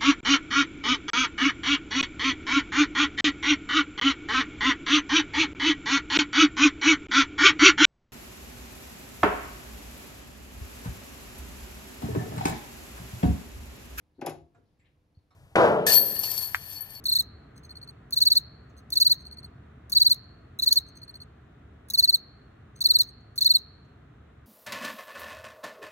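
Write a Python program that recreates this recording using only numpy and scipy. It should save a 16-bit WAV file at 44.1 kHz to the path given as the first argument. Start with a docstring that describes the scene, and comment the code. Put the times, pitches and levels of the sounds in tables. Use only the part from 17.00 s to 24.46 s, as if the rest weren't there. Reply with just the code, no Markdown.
"""In a quiet tiled room, a cricket sings inside a glazed pottery jar, close to the microphone.
Stridulation makes each loud chirp: in four to six wing strokes the file slows under the scraper,
so the tone glides down through the wing's resonance, with grainy friction noise around it.
Between the chirps the wings shiver in soft double pulses, snags scratch and feet scrape the clay.
The jar rings briefly and the room holds the shrill tone, over low rumble, a wavering hum and hiss."""
import sys
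import numpy as np
from scipy import signal
from scipy.fft import rfft, irfft, next_fast_len
from scipy.io import wavfile
from scipy.ndimage import map_coordinates

SR = 44100
rng = np.random.default_rng(int(sys.argv[2]) if len(sys.argv) > 2 else 0)


def materialize(psi):
    """Save the field psi as 16-bit PCM at rate SR to the path in sys.argv[1].

    A 1-D psi becomes a single channel; in a 2-D psi each row is a channel.
    """
    bounded = np.clip(np.atleast_2d(psi).T, -1, 1)
    quanta = np.round(bounded * 32767).astype(np.int16)
    wavfile.write(sys.argv[1], SR, quanta)


N = 328986


def amp(db):
    """Logarithmic level: decibels become an amplitude ratio."""
    return 10 ** (np.asarray(db) / 20)


def unit(x):
    """Normalisation: the signal is scaled to an rms of 1."""
    return x / np.sqrt(np.mean(x ** 2) + 1e-20)


def along(points, hz):
    """Logarithmic frequency scale: (Hz, value) points are interpolated along it."""
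    point_hz, values = np.transpose(points)
    return np.interp(np.log(hz + 1), np.log(point_hz + 1), values)


def columns(rows, at):
    """Linear interpolation: each column after the first is read at the given places."""
    place, *cols = np.transpose(rows)
    return [np.interp(at, place, col) for col in cols]


def wobble(rate, size):
    """Band-limited fluctuation: a smooth random curve with rate knots a second."""
    knots = rng.standard_normal(int(size * rate / SR) + 4)
    return map_coordinates(knots, [np.arange(size) * rate / SR])


def filtered(x, response):
    """Linear filtering: the spectrum is multiplied by a response of frequency."""
    m = next_fast_len(N + SR // 2)  # room for the filter to ring past the end
    hz = np.fft.rfftfreq(m, 1 / SR)
    return irfft(rfft(x, m) * response(hz), m)[..., :N]


def coloured(x, spectrum):
    """Spectral shaping: a (Hz, dB) curve leaves the power of white noise unchanged."""
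    return filtered(x, lambda hz: unit(amp(along(spectrum, hz))))


def noise(spectrum, force=1):
    """Random excitation: friction or air noise of the given strength, coloured."""
    return coloured(force * rng.standard_normal(N), spectrum)


def add(track, s, sound):
    """Superposition: a sound is mixed into a track at s seconds."""
    part = track[max(0, round(s * SR)):][:len(sound)]
    part += sound[:len(part)]


# Wavering level of the hum. Each row: time in seconds, level in dB before a 2.5 dB cut.
HUM_LEVEL = [(0, -52.5), (1.2, -61.5), (2.4, -53), (2.95, -52.5), (3.15, -62.5), (5.0, -56), (5.7, -68.5),
             (7.4, -60)]


def hum():
    """Frequency modulation: a sine near 74 Hz drifts in pitch and follows a changing level."""
    t = np.arange(N) / SR
    hz = 74 + 1.2 * wobble(6, size=N)
    level = amp(columns(HUM_LEVEL, t)[0] - 2.5)
    return level * unit(np.sin(2 * np.pi * np.cumsum(hz) / SR))


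# Colour of the rumble shared by both ports. Each row: frequency in Hz, relative density in dB per Hz.
AIR_SHARED = [(22, -30.5), (40, -13.5), (60, -1), (130, -1), (170, -8), (270, -10), (350, -16), (430, -15),
              (520, -24), (720, -21), (860, -28), (1280, -21), (1950, -27.5), (2600, -38.5), (4000, -69)]
# Colour of its unshared part. Each row: frequency in Hz, relative density in dB per Hz.
AIR_UNSHARED = [(35, -33.5), (70, -9), (260, -1.5), (450, -3), (700, -1), (930, -5.5), (1260, -6),
                (1900, -12.5), (2600, -17.5), (4500, -49.5)]
# Colour of the faint hiss. Each row: frequency in Hz, relative density in dB per Hz.
HISS_COLOUR = [(1500, -20.5), (2500, 1), (3800, -1.5), (4700, -14), (5400, -14.5), (7000, -14.5),
               (10000, -23.5), (16000, -26.5)]


def room_tone():
    """Partial coherence: shared and opposed noises make a wide rumble and hiss, with a central hum."""
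    t = np.arange(N) / SR
    air = amp(-51.0 - 0.32 * t + 0.23 * wobble(3, size=N))  # the rumble eases slowly
    mid = air * noise(AIR_SHARED) + hum() + amp(-78.5) * noise(HISS_COLOUR)
    side = air * amp(-12.5) * noise(AIR_UNSHARED) + amp(-78) * noise(HISS_COLOUR)
    return np.array([mid + side, mid - side])


# Snags of the scraper on the file, as the wings are raised or in mid-stroke.
# Each row: start in seconds, level in dB, t60 in seconds.
SNAG_EVENTS = [(.040, -39, 0.036), (1.108, -39, 0.021), (1.218, -24, 0.038), (1.904, -37, 0.023),
               (2.002, -28, 0.037), (2.010, -30.5, .03), (2.897, -41.5, 0.056), (3.589, -34, .04),
               (3.728, -11.5, .02), (4.886, -49, 0.036), (4.901, -25, .028), (4.985, -24, 0.036),
               (4.993, -23, 0.034), (6.358, -44, 0.075)]
# Colour of a snag's scratch. Each row: frequency in Hz, relative density in dB per Hz.
SCRATCH_COLOUR = [(900, -39.5), (1900, -29), (2600, -37.5), (3700, -5.5), (4700, -1.5), (5600, -8.5),
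                  (6400, 2), (7400, -12.5), (8500, -2.5), (9500, -7.5), (10400, 0.5), (11600, -2.5),
                  (12700, 0.5), (15500, -3.5)]
CATCH_S = .025  # t60 of the catch that opens a chirp


def snags():
    """Impulsive friction: skipped teeth make short, bright, crackly scratches; one opens each chirp."""
    force, t = np.zeros(N), np.arange(SR // 20) / SR
    catches = [(s, catch_db, CATCH_S) for s, *_, catch_db in CHIRP_EVENTS]
    for s, db, t60 in SNAG_EVENTS + catches:
        add(force, s, amp(db - 60 * t / t60))
    crackle = unit(amp(3.8 * wobble(2000, size=N)))
    return noise(SCRATCH_COLOUR, force * crackle)


def echoes(x, decay, colour, channels):
    """Exponential decay: in a diffuse tail each frequency has its own strength and dies at its own speed."""
    hz, t, z = signal.stft(rng.standard_normal((channels, SR)), SR, nperseg=256)
    fade = amp(-60 * t / along(decay, hz)[:, None]) * (t > 0)
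    energy = np.sum(fade ** 2, axis=1, keepdims=True) * t[1] * SR
    fade *= amp(along(colour, hz))[:, None] / np.sqrt(energy)
    tail = signal.istft(z * fade, SR, nperseg=256)[1]
    return signal.fftconvolve(x[None], tail, axes=1)[:, :N]


# Decay of the jar. Each row: frequency in Hz, t60 in seconds.
JAR_DECAY = [(1900, .22), (4300, .06), (6400, 0.093), (10000, 0.037), (15000, .1)]
# Strength of the jar's ring. Each row: frequency in Hz, level in dB.
JAR_STRENGTH = [(1900, 6), (2600, -12), (3600, -12), (4300, -21), (5100, -7), (6400, -6), (8300, -22),
                (10400, -8), (12600, -26), (14000, -9)]


def jar_ring(cricket):
    """Cavity reverberation: the glazed jar answers with a brief diffuse ring."""
    return echoes(cricket, JAR_DECAY, JAR_STRENGTH, channels=1)[0]


# The jar's standing waves turn the phase between the two ports.
# Each row: frequency in Hz, lead of the left port in radians.
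PORT_PHASE = [(100, -1.5), (3000, 1.75), (4000, 2), (4400, 2.5), (5340, 4), (6120, 6.5), (7410, 7),
              (7920, 8), (9650, 10), (10300, 11.5), (12700, 15), (13800, 16.5), (14600, 18), (16400, 19.5)]


def two_ports(jar):
    """Interaural-style phase difference: half the lead goes to the left port, half the lag to the right."""
    sign = np.array([[1], [-1]])
    return filtered(jar, lambda hz: np.exp(.5j * along(PORT_PHASE, hz) * sign))


# Decay of the room. Each row: frequency in Hz, t60 in seconds.
ROOM_DECAY = [(1000, 0.97), (4300, 0.64), (6500, 0.12), (13000, .33)]
# Strength of the room's tail. Each row: frequency in Hz, level in dB.
ROOM_STRENGTH = [(3950, -25.5), (4300, -28.5), (5000, -29), (8000, -40), (13000, -42)]


def room_tail(jar):
    """Room reverberation: the tiled room prolongs the shrill tone in two independent tails."""
    return echoes(jar, ROOM_DECAY, ROOM_STRENGTH, channels=2)


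# How the wings radiate a tone and its overtones. Each row: frequency in Hz, relative gain in dB.
WING_RESPONSE = [(3800, -15), (3990, -8), (4090, -8.5), (4270, -2.2), (4340, 0), (4450, -6), (4700, -12),
                 (7700, -36), (8250, -24), (8900, -35), (11800, -36), (12450, -16), (12850, -14),
                 (13400, -32)]


def wing_tone(pitch, pressure_db, levels_db, steepness, jitter, flutter_db):
    """Resonance: one tooth strike a cycle; partials grow with pressure and swell near a wing resonance."""
    size = len(pitch)
    pitch = pitch * (1 + jitter * wobble(700, size=size))
    phase = 2 * np.pi * (np.cumsum(pitch) / SR + rng.random())
    tone = np.zeros(size)
    for k, (db, steep) in enumerate(zip(levels_db, steepness), 1):
        resonance_db = along(WING_RESPONSE, k * pitch)
        swell = amp(steep * pressure_db + resonance_db + flutter_db * wobble(380, size=size))
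        tone += amp(db) * unit(swell * np.sin(k * phase))
    return tone * signal.windows.tukey(size, .1)


# Loud chirps. Each row: start in seconds, number of strokes, first period in seconds, first stroke's
# length in seconds, full stroke's length in seconds, full level in dB before tiring and scatter,
# rise to it in dB, strokes taken to warm up, top pitch of a full stroke in Hz, opening catch in dB.
CHIRP_EVENTS = [(0.054, 5, 0.033, 0.025, 0.033, -20.5, 5.5, 2.2, 4415, -40.5),
                (1.124, 6, .046, .0245, 0.038, -15.5, 11.5, 2.3, 4526, -47.5),
                (1.921, 5, .046, .0235, 0.039, -15.5, 12.5, 1.5, 4540, -46.5),
                (2.920, 5, .0469, .022, 0.041, -15.5, 10.5, 1.1, 4556, -31),
                (3.621, 4, .047, .0275, .036, -16.5, 7.5, 1.2, 4472, -42),
                (4.936, 5, .0486, .0265, .0375, -16, 7, 1, 4522, -25.5),
                (5.806, 5, .047, .0245, 0.039, -16, 9.5, 1, 4536, -34),
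                (6.378, 5, .0432, .018, 0.039, -15, 10.5, 2.1, 4500, -32.5)]
# False starts, where the scraper meets only the slow end of the file.
# Each row: start in seconds, length in seconds, level in dB.
FALSE_STARTS = [(3.591, .015, -26.5), (4.901, .013, -35)]
# Share of a weak stroke's loss added to the second and third partials, in order, as plain ratios.
OVERTONE_SAG = [.3, .8]
SLOWING_S, TIRING_DB = .001, 0.5  # each stroke's period is longer and its level lower by this
GLIDE_HZ, SAG_HZ_PER_DB = 660, 11.5  # fall of pitch in a stroke; a weak stroke starts lower
SCATTER_DB, SCATTER_HZ = 0.5, 18  # from stroke to stroke
SHORTENING = 1.8  # a stroke reaches its full length sooner than its full strength
FALSE_START_HZ, FALSE_GLIDE_HZ, FALSE_OVERTONE_DB = 4020, 90, -14


def strokes():
    """Stridulatory rhythm: chirps warm up, slow and tire.

    Each row: start in s, length in s, level in dB, top Hz, glide Hz, overtone gains in dB.
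    """
    rows = [(s, length, db, FALSE_START_HZ, FALSE_GLIDE_HZ, FALSE_OVERTONE_DB)
            for s, length, db in FALSE_STARTS]
    for (s, count, period, first_length, full_length,
         full_db, rise_db, warm_up, top_hz, _) in CHIRP_EVENTS:
        closed = s + first_length  # the closing of the wings keeps the beat
        for k in range(round(count)):
            slack = max(0, 1 - k / warm_up)
            length = full_length + slack ** SHORTENING * (first_length - full_length)
            weak_db = slack * rise_db
            db = full_db - weak_db - TIRING_DB * k + SCATTER_DB * rng.standard_normal()
            hz = top_hz - SAG_HZ_PER_DB * weak_db + SCATTER_HZ * rng.standard_normal()
            overtones_db = -weak_db * np.array(OVERTONE_SAG)
            rows.append((closed - length, length, db, hz, GLIDE_HZ, overtones_db))
            closed += period + SLOWING_S * k
    return rows


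TICKS_PER_S, TICK_S = 130, 0.0017  # mean rate of single skipped teeth; their t60


def ticks():
    """Random impulses: sparse, sharp jolts of uneven size, where the scraper skips a single tooth."""
    jolts = (rng.random(N) < TICKS_PER_S / SR) * amp(4.4 * rng.standard_normal(N))
    decay = amp(-60 * np.arange(SR // 100) / SR / TICK_S)
    return signal.fftconvolve(jolts, decay)[:N]


# Pressure of the scraper along a loud stroke.
# Each row: share of the stroke from 0 to 1, relative tone level in dB, relative rasp level in dB.
STROKE_PRESSURE = [(0, -34, -7), (.05, -11, 3), (.13, -7, 6), (.3, -4, -4), (.55, 0, -3), (.65, 0, 3),
                   (.78, -2, -1), (.92, -3, -1), (1, -17, -8)]
# Once the scraper jumps off the file in mid-stroke and the tone breaks off.
# Each row: time in seconds, gain of the tone in dB.
SLIP_GAIN = [(3.707, 0), (3.727, 1.5), (3.730, -15.5), (3.742, -27.5), (3.750, -0.5)]
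# Rasp of the file, coloured by the jar. Each row: frequency in Hz, relative density in dB per Hz.
RASP_COLOUR = [(1500, -42.5), (1900, -14.5), (2300, -39), (3150, -23), (3700, 3.5), (4900, -0.5),
               (5850, -10), (6350, 5), (7450, -13.5), (8400, -4.5), (9600, -10), (10200, -4.5), (14300, -4),
               (15400, -3)]
# Levels of the second and third partials, in order, in dB before each stroke's overtone gains.
OVERTONE_LEVELS = [-39.5, -31.5]
# Growth of the first three partials with pressure, in order, in dB per dB.
PARTIAL_STEEPNESS = [1, .7, 1]
GLIDE_BEND = 1.95  # exponent above 1: the pitch falls mostly late in the stroke
RASP_DB, RASP_SCATTER_DB, TICK_DB = -41.5, 2.2, -39.5  # friction of closing wings; ticks
SCUFF_DB, SCUFF_S = -7, .018  # friction of reopening wings, relative to that of closing; its length


def chirps():
    """Stick-slip stridulation: a falling tone with a grainy rasp, then a light scuff of reopening wings."""
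    tone, friction = np.zeros(N), np.zeros(N)
    teeth = unit(amp(4.5 * wobble(300, size=N) + 3.5 * wobble(2500, size=N)))  # uneven: a grainy rasp
    scuff = np.hanning(round(SCUFF_S * SR))
    for s, length, db, top_hz, glide_hz, over_db in strokes():
        way = np.linspace(0, 1, round(length * SR))
        pitch = top_hz - glide_hz * way ** GLIDE_BEND  # the wing slows as it closes
        tone_db, rasp_db = columns(STROKE_PRESSURE, way)
        partials_db = [db, *np.add(OVERTONE_LEVELS, over_db)]
        stroke = wing_tone(pitch, tone_db, partials_db,
                           steepness=PARTIAL_STEEPNESS, jitter=0.0029, flutter_db=1.6)
        add(tone, s, stroke)
        add(friction, s, amp(rasp_db + rng.normal(0, RASP_SCATTER_DB)))
        add(friction, s + length, amp(SCUFF_DB + rng.normal(0, 2.8)) * scuff)
    grip_db, = columns(SLIP_GAIN, np.arange(N) / SR)
    # the tone keeps nothing below about 3.4 kHz
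    radiated = filtered(amp(grip_db) * tone, lambda hz: 1 - 1 / (1 + (hz / 3350) ** 24))
    rasp = noise(RASP_COLOUR, amp(RASP_DB) * friction * teeth)
    skipped_teeth = noise(SCRATCH_COLOUR, amp(TICK_DB) * friction * ticks())
    return radiated + rasp + skipped_teeth


# Bouts of soft wing shivers. Each row: start in seconds, number of shivers, first tone in dB before
# the partials' offsets, first scrape in dB before the pressure's share, period in seconds.
SHIVER_BOUTS = [(.557, 1, -68.5, -59, .06), (.631, 5, -57.5, -59, .0604), (1.767, 1, -67.5, -58.5, .06),
                (2.188, 5, -58.5, -63, .06), (3.865, 1, -68, -61.5, .06), (3.953, 5, -57, -60.5, .0618),
                (5.757, 1, -68, -59.5, .06), (6.070, 1, -52.5, -66.5, .06)]
# One shiver, two small slides of the file.
# Each row: time in seconds, pitch in Hz, relative pressure in dB.
SHIVER_COURSE = [(0, 4380, -22.5), (.005, 4335, -3.5), (.009, 4270, -12), (.013, 4273, -18),
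                 (.017, 4335, -1.5), (.023, 4347, 0), (.028, 4290, -14), (.035, 4140, -14),
                 (.042, 4096, -31.5)]
# Light scrape of the shivering wings. Each row: frequency in Hz, relative density in dB per Hz.
SCRAPE_COLOUR = [(3600, -30.5), (4250, -2), (4900, -22), (5950, -23), (6300, 2.5), (6680, -24.5),
                 (7850, -27.5), (8300, 0.5), (9000, -28), (10200, -21), (11800, -24), (12400, -21.5),
                 (14300, -23), (15800, -25.5)]
SETTLED_TONE_DB, SETTLED_SCRAPE_DB = -48.5, -68  # after a bout's first shiver, before the same offsets


def shivers():
    """Light-contact stridulation: soft double pulses, about sixteen a second, each bout opening scrapier."""
    tone, friction = np.zeros(N), np.zeros(N)
    t = np.arange(round(SHIVER_COURSE[-1][0] * SR)) / SR
    pitch, pressure_db = columns(SHIVER_COURSE, t)
    for start, count, first_db, first_scrape_db, period in SHIVER_BOUTS:
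        for k in range(round(count)):
            s = start + k * period
            db, scrape_db = (SETTLED_TONE_DB, SETTLED_SCRAPE_DB) if k else (first_db, first_scrape_db)
            pulse = wing_tone(pitch, pressure_db, [db + .7, db - 16, db - 11.0],
                              steepness=[.8, .25, 2.2], jitter=.003, flutter_db=1.4)
            add(tone, s, pulse)
            add(friction, s, amp(scrape_db + 0.57 * pressure_db + 3.5))
    grain = unit(amp(4.2 * wobble(250, size=N)))
    return tone + noise(SCRAPE_COLOUR, friction * grain)


# The cricket's feet scratch faintly on the clay. Each row: start in seconds, level in dB, t60 in seconds.
STEP_EVENTS = [(1.695, -73.5, 0.093), (3.235, -71.5, 0.04), (6.208, -76, .04), (6.85, -78, 0.092)]
# Colour of those scratches. Each row: frequency in Hz, relative density in dB per Hz.
CLAY_COLOUR = [(3500, -20), (5200, -6), (6400, 0), (7600, -6), (9500, -16), (15000, -16)]


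def steps():
    """Decaying friction: claws on clay make faint, quickly fading scratches."""
    force, t = np.zeros(N), np.arange(SR // 10) / SR
    for s, db, t60 in STEP_EVENTS:
        add(force, s, amp(db - 60 * t / t60))
    grain = unit(amp(4 * wobble(400, size=N)))
    return noise(CLAY_COLOUR, force * grain)


def scene():
    """Superposition: the cricket in its jar, heard at two ports, with the room behind."""
    cricket = chirps() + snags() + shivers() + steps()
    jar = cricket + jar_ring(cricket)
    return two_ports(jar) + room_tail(jar) + room_tone()


TOP_HZ = 15950  # band limit


def record(dry):
    """Band limitation: a very steep low-pass keeps almost nothing above the limit."""
    return filtered(dry, lambda hz: 1 / (1 + (hz / TOP_HZ) ** 140))


dry = scene()
out = record(dry)
materialize(out)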